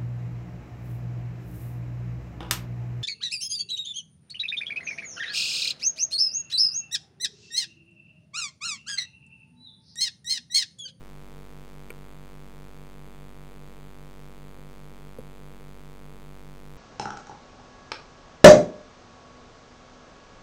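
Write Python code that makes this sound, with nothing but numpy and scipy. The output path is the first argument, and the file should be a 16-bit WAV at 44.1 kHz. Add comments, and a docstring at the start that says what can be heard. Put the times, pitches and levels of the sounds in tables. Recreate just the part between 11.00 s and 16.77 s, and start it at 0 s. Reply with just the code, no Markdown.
"""A filter pump runs in a turtle tank, heard from a small camera under the water.
From the start its drive buzzes in sharp spikes of alternating sign, a little slower than the mains hum,
so the two beat; the rotor adds a low tone, and filtered noise makes soft churning water and hiss.
At 0.9 s something, perhaps the turtle's shell, ticks on the housing; at 3.6 and 4.2 s it bumps softly.
The camera samples coarsely and holds each value, which mirrors every sound into the treble."""
import sys
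import numpy as np
from scipy import signal
from scipy.fft import rfft, irfft, next_fast_len
from scipy.io import wavfile
from scipy.ndimage import map_coordinates

SR = 44100
rng = np.random.default_rng(int(sys.argv[2]) if len(sys.argv) > 2 else 0)


def dump(signal):
    """Clip the signal to [-1, 1] and save it as 16-bit WAV at the path in sys.argv[1]."""
    limited = np.clip(np.atleast_2d(signal).T, -1, 1)
    pcm = np.round(limited * 32767).astype(np.int16)
    wavfile.write(sys.argv[1], SR, pcm)


N = 254456

PUMP_HZ, MAINS_HZ = 48.3537, 49.983
# First switch of each polarity, and first crest of the mains.
FIRST_DOWN_S, FIRST_UP_S, MAINS_CREST_S = 0.00856, 0.01799, 0.01087

# Colour of the drive spikes. Each row: frequency in Hz, gain in dB.
SPIKE_COLOUR = [(100, -1), (500, 0.5), (1100, 0), (2000, 0), (3200, 0), (4600, -0.5)]
# Mains hum. Each row: multiple of the mains frequency, rms level in dB.
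MAINS_HARMONICS = [(1, -80), (2, -69), (3, -54), (4, -63), (5, -73.5), (6, -75), (8, -75), (9, -66.5)]
# Faint steady drones under the hum. Each row: frequency in Hz, rms level in dB.
FAINT_DRONES = [(30, -66), (60, -75), (90, -79)]
# Churning water. Each row: frequency in Hz, density in dB per Hz.
WATER_DENSITY = [(20, -96), (35, -85), (75, -89), (120, -88), (165, -93), (205, -86.5), (280, -90),
                 (330, -101), (400, -89), (460, -83), (530, -89.5), (600, -99), (900, -120)]
# Microphone hiss. Each row: frequency in Hz, density in dB per Hz.
HISS_DENSITY = [(100, -99), (800, -99), (1600, -101.5), (3000, -102.5), (5000, -104)]
# Hard contacts. Each row: time in seconds, strength in dB.
HARD_CONTACTS = [(.9038, -27)]
# Housing modes rung by a hard contact. Each row: frequency in Hz, level in dB, t60 in seconds.
HARD_MODES = [(467, -5, 0.021), (1000, -10, 0.015), (1395, -11, 0.06), (1930, -12.5, 0.017),
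              (2335, -0.5, 0.012), (2680, -17, 0.021), (3010, -21, 0.026), (4360, -13, 0.0093)]
# Soft contacts. Each row: time in seconds, strength in dB.
SOFT_CONTACTS = [(3.585, -33), (4.1858, -17.5)]
# Housing modes rung by a soft contact. Each row: frequency in Hz, level in dB, t60 in seconds.
SOFT_MODES = [(120, -16.5, 0.1), (230, -9.5, 0.052), (457, -6, 0.042), (502, -7, 0.046)]


def amp(db):
    """Decibels to gain."""
    return 10 ** (np.asarray(db) / 20)


def along(points, hz):
    """Values at hz from (Hz, value) points, interpolated on a log axis."""
    point_hz, values = np.transpose(points)
    return np.interp(np.log(hz + 1), np.log(point_hz + 1), values)


def wobble(knots_per_s):
    """A smooth random curve through normally distributed knots."""
    knots = rng.standard_normal(int(N * knots_per_s / SR) + 4)
    return map_coordinates(knots, [np.arange(N) * knots_per_s / SR])


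def filtered(x, response):
    """x times a response of frequency, zero-padded against wrap-around."""
    size = next_fast_len(N + 8192)
    spectrum = rfft(x, size) * response(np.fft.rfftfreq(size, 1 / SR))
    return irfft(spectrum, size)[:N]


def noise(density):
    """Gaussian noise with the given (Hz, dB per Hz) density."""
    white = rng.standard_normal(N) * np.sqrt(SR / 2)  # 0 dB per Hz
    return filtered(white, lambda hz: amp(along(density, hz)))


def tone(hz, rms_db, crest_s):
    """A steady sine that crests at the given time."""
    since_crest_s = np.arange(N) / SR - crest_s
    return np.sqrt(2) * amp(rms_db) * np.cos(2 * np.pi * hz * since_crest_s)


def impulses(times_s, sizes):
    """Impulses, each shared between its two nearest samples."""
    at = np.clip(times_s * SR, 0, None)
    i = at.astype(int)
    before = np.bincount(i, sizes * (1 - at + i), N)[:N]
    after = np.bincount(i + 1, sizes * (at - i), N)[:N]
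    return before + after


def buzz():
    """The pump's drive switches twice a turn; each switch is a sharp step that leaks away."""
    level_db, scatter_db, leak_s = -34.5, 0.41, 0.00094
    twin_gain, twin_lag_s = 0.18, 0.000864
    early_s, drift_s = 0.00016, 0.00007

    n = np.arange(2 * int(N / SR * PUMP_HZ + 1))
    upward = n % 2 == 1
    sign = np.where(upward, 1, -1)
    times_s = np.where(upward, FIRST_UP_S, FIRST_DOWN_S) + n // 2 / PUMP_HZ
    drift = np.interp(times_s * SR, np.arange(N), wobble(1.486))
    # Every third switch comes early, which puts weak lines between the harmonics.
    times_s = times_s - early_s * (n % 3 == 0) + drift_s * drift
    sizes = sign * amp(level_db + scatter_db * rng.standard_normal(len(n)))

    # A weak twin follows each upward switch and leads each downward one.
    twins = twin_gain * impulses(times_s + sign * twin_lag_s, sizes)
    kicks = impulses(times_s, sizes) + twins
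    spikes = signal.lfilter([1], [1, -np.exp(-1 / (SR * leak_s))], kicks)
    return filtered(spikes, lambda hz: amp(along(SPIKE_COLOUR, hz)))


def rotor():
    """The turning rotor shakes the water once a turn, cresting just before the upward switch."""
    lead_s = 0.0037
    return tone(PUMP_HZ, -60.0, FIRST_UP_S - lead_s)


def hum():
    """Mains harmonics and drones; the third beats with the pump's third about five times a second."""
    mains = sum(tone(round(k) * MAINS_HZ, rms_db, MAINS_CREST_S) for k, rms_db in MAINS_HARMONICS)
    drones = sum(tone(hz, rms_db, rng.random()) for hz, rms_db in FAINT_DRONES)
    return mains + drones


def water():
    """Soft churning: noise shaped to the water's density."""
    return noise(WATER_DENSITY)


def hiss():
    """Microphone hiss: noise falling gently toward the treble."""
    return noise(HISS_DENSITY)


def contacts(events, modes, attack_s):
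    """Each contact rings decaying modes of the housing; a longer attack sets in more slowly."""
    t = np.arange(SR // 4) / SR
    ring = sum(amp(db - 60 * t / t60_s) * np.sin(2 * np.pi * hz * t) for hz, db, t60_s in modes)
    onset = 1 - np.exp(-t / attack_s)
    times_s, strengths_db = np.transpose(events)
    return signal.fftconvolve(impulses(times_s, amp(strengths_db)), -ring * onset)[:N]


def ticks():
    """Each hard contact touches three times: a weaker graze, the blow and one bounce."""
    touches = [(-0.00039, 7), (0, 0), (0.00265, 13)]  # lag in seconds, loss in dB
    events = [(s + lag_s, db - loss_db) for s, db in HARD_CONTACTS for lag_s, loss_db in touches]
    return contacts(events, HARD_MODES, attack_s=0.00042)


def knocks():
    """Soft contacts set in slowly and ring the lower modes of the housing."""
    return contacts(SOFT_CONTACTS, SOFT_MODES, attack_s=0.0062)


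def scene():
    """Pump, hum, water and hiss, with a few touches on the housing."""
    steady = buzz() + rotor() + hum() + water() + hiss()
    return (steady + ticks() + knocks())[None]


def record(dry):
    """The camera samples at a quarter of the rate, holds each value, cuts the top and adds an offset."""
    hold_samples, offset = 4, 0.0071
    lowpass_hz, top_hz = 5300, 15900
    smooth = filtered(dry[0], lambda hz: 1 / np.sqrt(1 + (hz / lowpass_hz) ** 20))
    stepped = np.repeat(smooth[::hold_samples], hold_samples)[:N]
    return offset + filtered(stepped, lambda hz: hz < top_hz)[None]


dry = scene()
out = record(dry)
dump(out)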